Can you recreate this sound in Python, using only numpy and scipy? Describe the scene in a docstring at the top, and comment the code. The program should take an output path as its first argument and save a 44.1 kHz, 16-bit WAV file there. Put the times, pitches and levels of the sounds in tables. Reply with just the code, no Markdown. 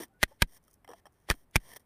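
"""Outdoors, close up: a steel rod digs in damp, gritty sand.
It stabs four times, each a few hard, ringing contacts with grit over a dull thud of the ground.
In between, the tip drags and judders through the sand, clods crumble with a hollow note,
and loose grains tick and trickle down. Still air and two faint whistles lie behind."""
import sys
import numpy as np
from scipy import signal
from scipy.fft import rfft, irfft
from scipy.io import wavfile
from scipy.ndimage import uniform_filter1d

SR = 44100
rng = np.random.default_rng(int(sys.argv[2]) if len(sys.argv) > 2 else 0)


def generate_wav(sig):
    """Save sig (samples, or channels by samples) to the path in sys.argv[1] as 16-bit PCM at SR."""
    pcm = np.round(np.clip(np.atleast_2d(sig).T, -1, 1) * 32767).astype(np.int16)
    wavfile.write(sys.argv[1], SR, pcm)


N = 81585
TIME = np.arange(N) / SR

# the ground gives under each stab: (time [s], push level [dB], push length [s], spring-back [Hz],
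# knock level [dB], knock pitch [Hz], loose sand that the tip meets first [dB])
STAB_THUDS = [(0.2314, -24.5, 0.0072, 22.04, -29.5, 617, -33.5),
              (0.4202, -13.5, .006, 29.92, -23, 918, -40.5), (1.3029, -15.5, 0.0064, 27.56, -41, 246, -34),
              (1.5577, -12.5, 0.00513, 36, -33.5, 703, -39)]
# the rod's modes, damped by the sand: (pitch [Hz], level [dB], t60 [s])
ROD_MODES = [(624, -29, 0.01), (963, -27, 0.018), (1239, -23, .016), (1790, -23, 0.0053),
             (3184, -22.5, 0.0033), (5596, -21, 0.0048), (9320, -23, 0.0083)]
# thin, bright tone of a landing grain: (frequency [Hz], level [dB])
TICK_SPECTRUM = [(900, -46), (2000, -36), (4400, -17), (6100, -0.5), (7400, -12.5), (9600, 1.5),
                 (11500, -8), (14000, -5), (15500, -1)]


def from_db(db):
    return 10 ** (np.asarray(db) / 20)


def rms_one(x):
    return x / np.sqrt(np.mean(x ** 2) + 1e-20)


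def colour(x, spectrum):
    """Gives a white source the spectrum, at the same power."""
    size = 4096
    hz, db = np.transpose(spectrum)
    bins_hz = np.maximum(np.arange(size // 2 + 1) * SR / size, 1)
    gain = from_db(np.interp(np.log(bins_hz), np.log(hz), db)) * np.minimum(bins_hz / hz[0], 1)
    # minimum phase keeps the attacks sharp
    cepstrum = irfft(np.log(gain))
    cepstrum[1:size // 2] *= 2
    cepstrum[size // 2 + 1:] = 0
    taper = np.fft.fftshift(np.hanning(size))
    impulse = (irfft(np.exp(rfft(cepstrum))) * taper)[:size // 2]
    return signal.fftconvolve(x, impulse / np.sqrt(np.sum(impulse ** 2)))[:N]


def dying(start, decay):
    """Instant attack, exponential tail."""
    return (TIME >= start) * np.exp(-np.maximum(TIME - start, 0) / decay)


def swell(start, length):
    """Half-sine rise and fall."""
    return np.sin(np.pi * np.clip((TIME - start) / length, 0, 1))


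def ring(start, hz, t60):
    """One damped mode, struck once."""
    return dying(start, t60 / np.log(1000)) * np.sin(2 * np.pi * hz * (TIME - start))


def grains(per_s, spread_db):
    """Random clicks of uneven size; rms 1."""
    sizes = from_db(spread_db * np.minimum(rng.exponential(1, N), 4)) * rng.choice([-1, 1], N)
    return rms_one(sizes * (rng.random(N) < per_s / SR))


def stabs():
    """The tip enters loose sand; each contact clicks, rings, crushes grit and throws up a little sand."""
    # hard contacts of the tip, a few per stab:
    # (time [s], click [dB], crunch [dB], crunch decay [s], ring level [dB], ring pitch [Hz])
    contacts = [(.2302, 1, -7, 0.001, -11, 2082), (.2350, -8, -12.5, 0.0016, -9, 1920),
                (.4208, 2.5, -18, 0.001, -13, 1580), (.4221, -7.5, -9.5, 0.0011, -12.5, 2410),
                (0.424, -5, -29, 0.00077, -18, 1666), (.4247, -14.5, -16.5, 0.0014, -22.5, 958),
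                (1.3014, 3, -19.5, 0.0026, -14.5, 2460), (1.3105, -11.5, -24, .002, -14, 1766),
                (1.3150, -16, -35.5, 0.0067, -24, 1403), (1.5576, -1.5, -18.5, 0.0013, -12.5, 2367),
                (1.5588, -41, -14, 0.00052, -17, 1300), (1.5623, -3, -15.5, 0.0015, -19.5, 1650),
                (1.5634, -30, -16, 0.00083, -18, 2350)]
    # tone of the tip's click and of crushed grit: (frequency [Hz], level [dB])
    click_spectrum = [(100, -1.5), (500, -8.5), (1500, 2), (3500, 6), (7000, -3), (9500, -11), (16000, -1)]
    crunch_spectrum = [(150, -28.5), (250, -10.5), (359, -8.5), (913, -18), (1380, -17), (1590, -3),
                       (2060, -2), (2800, -8), (3450, -8), (5600, -16), (7380, -20), (9560, -13),
                       (10400, -15.5), (14500, -22.5), (15500, -38)]
    spray_db, entry_rise_s = -33, 0.0067
    clicks, crush, tip_ring, spray = np.zeros((4, N))
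    for start, click_db, crunch_db, decay, ring_db, hz in contacts:
        clicks[int(start * SR)] += from_db(click_db)
        crush += from_db(crunch_db) * dying(start, decay)
        spray += from_db(crunch_db + spray_db) * dying(start, decay=0.0072)
        tip_ring += from_db(ring_db) * ring(start, hz, t60=0.014)
    for start, *_, entry_db in STAB_THUDS:   # loose sand builds into each hit
        spray += from_db(entry_db) * (TIME < start) * np.exp(-np.abs(TIME - start) / entry_rise_s)
    rod = sum(from_db(db) * ring(0, hz, t60) for hz, db, t60 in ROD_MODES)
    rod_ring = signal.fftconvolve(clicks, rod)[:N]
    grit = crush * grains(per_s=9000, spread_db=-1.5) + spray * grains(per_s=9000, spread_db=1.5)
    return colour(clicks, click_spectrum) + rod_ring + colour(grit, crunch_spectrum) + tip_ring


def ground_thuds():
    """Each stab pushes the ground, which knocks, springs back, shudders and sways to rest."""
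    # dull rumble of shuddering soil: (frequency [Hz], level [dB])
    soil_spectrum = [(40, -11), (80, -4.5), (170, 0.5), (260, -4), (600, -24.5), (2000, -59.5)]
    sway_db, creep_db, shudder_db = -13, -21, -13   # relative to the push
    thuds, shudder = np.zeros((2, N))
    for start, db, length, spring_hz, knock_db, knock_hz, _ in STAB_THUDS:
        push = from_db(db) * swell(start, length)
        spring = signal.sosfilt(signal.butter(2, spring_hz, "high", fs=SR, output="sos"), push + 1e-18)
        sway = from_db(db + sway_db) * ring(start, hz=34, t60=0.11)
        # the pressed soil creeps back slowly
        creep = from_db(db + creep_db) * (dying(start, decay=0.043) - dying(start, decay=0.0099))
        knock = from_db(knock_db) * ring(start, knock_hz, t60=0.029)
        thuds += spring - sway + creep + knock
        shudder += from_db(db + shudder_db) * dying(start, decay=0.009)
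    return thuds + shudder * colour(rng.standard_normal(N), soil_spectrum)


def drags():
    """Dense sand grains slip past the tip, juddering, and stop as it comes free."""
    # pulls through the sand: (start [s], end [s], start level [dB], end level [dB], treble shelf [dB])
    strokes = [(0, 0.028, -43, -46.5, -0.5), (0.033, 0.035, -44, -41, -2), (0.042, 0.057, -54, -64, -1.5),
               (0.277, 0.376, -63.5, -77, -5.5), (0.471, 0.575, -74.5, -59, 3),
               (0.624, 0.757, -84.5, -81.5, 3.5), (0.95, 0.999, -68.5, -62, -8),
               (1.138, 1.284, -78, -79.5, -10), (1.326, 1.445, -69, -80.5, 5),
               (1.599, 1.738, -66, -50, -4.5), (1.745, 1.765, -57, -48, -5),
               (1.76, 1.769, -50.5, -47, -0.5), (1.795, 1.827, -65, -81.5, 1.5)]
    # rasp of sliding sand: (frequency [Hz], level [dB])
    sand_spectrum = [(150, -1), (300, -5.5), (600, -4), (1050, -2), (1450, -15.5), (1900, -0.5),
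                     (2650, -17.5), (3200, -11), (4100, -14.5), (5000, -12.5), (5800, -8.5), (7300, -18.5),
                     (8000, -13.5), (9100, -2), (9900, -10.5), (11800, -7.5), (13800, -8.5), (15500, -8)]
    attack_s, release_s, judder_db, shelf_hz, rod_db = 0.001, 0.00385, 1.5, 4860, -10.5
    body, treble = np.zeros((2, N))
    for start, end, start_db, end_db, treble_db in strokes:
        attack = np.clip((TIME - start) / attack_s, 0, 1)
        release = np.exp(-np.maximum(TIME - end, 0) / release_s)
        stroke = attack * release * from_db(np.interp(TIME, [start, end], [start_db, end_db]))
        body += stroke
        treble += stroke * from_db(treble_db)
    judder = rms_one(uniform_filter1d(rng.standard_normal(N), size=220))
    slips = from_db(judder_db * judder) * grains(per_s=6700, spread_db=3)
    coarse = signal.sosfilt(signal.butter(1, shelf_hz, fs=SR, output="sos"), slips)
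    grit = body * coarse + treble * (slips - coarse)
    return colour(grit, sand_spectrum) + from_db(rod_db) * rod_singing(grit)


def rod_singing(grit):
    """Grit rubs the rod's upper modes into a metallic sheen, at the grit's own power."""
    sheen = np.zeros(N)
    for hz, db, _ in ROD_MODES[3:]:
        b, a = signal.iirpeak(hz, Q=25, fs=SR)
        sheen += from_db(db) * signal.lfilter(b, a, grit + 1e-18) / np.sqrt(hz)
    return rms_one(sheen) * np.sqrt(np.mean(grit ** 2))


def clods():
    """Knocked clods crumble in short bursts, each with a hollow note of its own."""
    # breaking clods: (time [s], crumble level [dB], decay [s], note level [dB], note pitch [Hz])
    bursts = [(.001, -72, 0.018, -38.5, 301), (0.032, -53, 0.0022, -39.5, 1950),
              (.311, -82, 0.0081, -54, 564), (0.316, -82, 0.0077, -56.5, 880),
              (.679, -63.5, 0.0013, -58.5, 1260), (.846, -46.5, 0.0026, -53.5, 2055),
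              (0.877, -44.5, 0.0019, -42.5, 790), (.889, -46, 0.0074, -43, 482),
              (.904, -44, 0.0022, -62, 485), (0.913, -51.5, 0.011, -49.5, 398),
              (.934, -47, 0.0039, -44.5, 668), (1.055, -52, 0.0078, -52, 677),
              (1.066, -50.5, 0.0035, -51.5, 787), (1.288, -43.5, 0.016, -47.5, 700),
              (1.34, -80, 0.0018, -41.5, 300)]
    # earthy tone of the crumble: (frequency [Hz], level [dB])
    clod_spectrum = [(180, -38), (300, -1.5), (446, -11.5), (600, -4.5), (756, 0.5), (1300, -7.5),
                     (1490, -18), (1750, -4.5), (2560, -39), (3180, -7.5), (3810, -38.5), (4280, -53.5),
                     (5660, -9), (6900, -64), (7750, -27.5), (9140, -14.5), (11000, -35), (14300, -21),
                     (15500, -40)]
    note_width_hz = 61
    crumble, hollow = np.zeros((2, N))
    for start, db, decay, note_db, hz in bursts:
        fall = dying(start, decay)
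        crumble += from_db(db) * fall
        b, a = signal.iirpeak(hz, hz / note_width_hz, fs=SR)
        note = signal.lfilter(b, a, fall * rng.standard_normal(N) + 1e-18)
        hollow += from_db(note_db) * rms_one(note) * np.sqrt(np.mean(fall ** 2))
    return colour(crumble * grains(per_s=10000, spread_db=2.5), clod_spectrum) + hollow


def ticks():
    """Pinches of loose grains land with a thin, bright tick and faintly ring the rod."""
    # grains landing: (time [s], tick level [dB], rod ring level [dB])
    landings = [(0.082, -65, -73.5), (0.137, -74, -78), (0.635, -82.5, -93), (.650, -69, -77.5),
                (.680, -58, -64), (.705, -64, -85), (0.712, -54, -78), (.730, -53.5, -90),
                (0.739, -49, -75), (1.511, -59, -79)]
    decay_s = 0.0024
    fall = sum(from_db(db) * dying(start, decay_s) for start, db, _ in landings)
    touch = sum(from_db(db) * dying(start, decay_s) for start, _, db in landings)
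    grit = grains(per_s=5000, spread_db=6)
    return colour(fall * grit, TICK_SPECTRUM) + rod_singing(touch * grit)


def trickle():
    """Sparse single grains tick down the sides of the hole."""
    # runs of falling sand: (start [s], end [s], level [dB])
    runs = [(.52, .58, -68), (.62, .71, -74.5), (1.123, 1.26, -79), (1.68, 1.76, -68)]
    flow = sum(from_db(db) * ((TIME > start) & (TIME < end)) for start, end, db in runs)
    return colour(flow * grains(per_s=150, spread_db=3.5), TICK_SPECTRUM)


def whistles():
    """Thin tones swell and fade in the background."""
    # faint whistles: (start [s], end [s], pitch [Hz], level [dB])
    tones = [(.12, .20, 1470, -72), (0.088, 0.14, 780, -70.5)]
    return sum(from_db(db) * swell(start, end - start) * np.sin(2 * np.pi * hz * TIME)
               for start, end, hz, db in tones)


def air():
    """Still outdoor air: a soft, steady bed of low noise."""
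    # dark tone of the air: (frequency [Hz], level [dB])
    air_spectrum = [(12, -30.5), (20, 5.5), (64, 2), (245, -5), (1040, -15.5), (2030, -22.5), (3000, -30),
                    (5380, -35.5), (6910, -37.5), (9130, -29.5), (15500, -33)]
    return from_db(-70) * colour(rng.standard_normal(N), air_spectrum)


def scene():
    """Digging over a quiet bed of air, in mono."""
    bed = air()
    digging = stabs() + ground_thuds() + drags() + clods() + ticks() + trickle()
    return (digging + whistles() + bed)[None]


def record(dry):
    """Subsonic drift is removed, peaks are rounded, the top is cut."""
    low_cut_hz, ceiling, high_cut_hz = 8, 0.7, 15400
    centred = signal.sosfilt(signal.butter(1, low_cut_hz, "high", fs=SR, output="sos"), dry)
    rounded = ceiling * np.tanh(centred / ceiling)
    return signal.sosfilt(signal.ellip(10, 0.3, 80, high_cut_hz, fs=SR, output="sos"), rounded)


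dry = scene()
out = record(dry)
generate_wav(out)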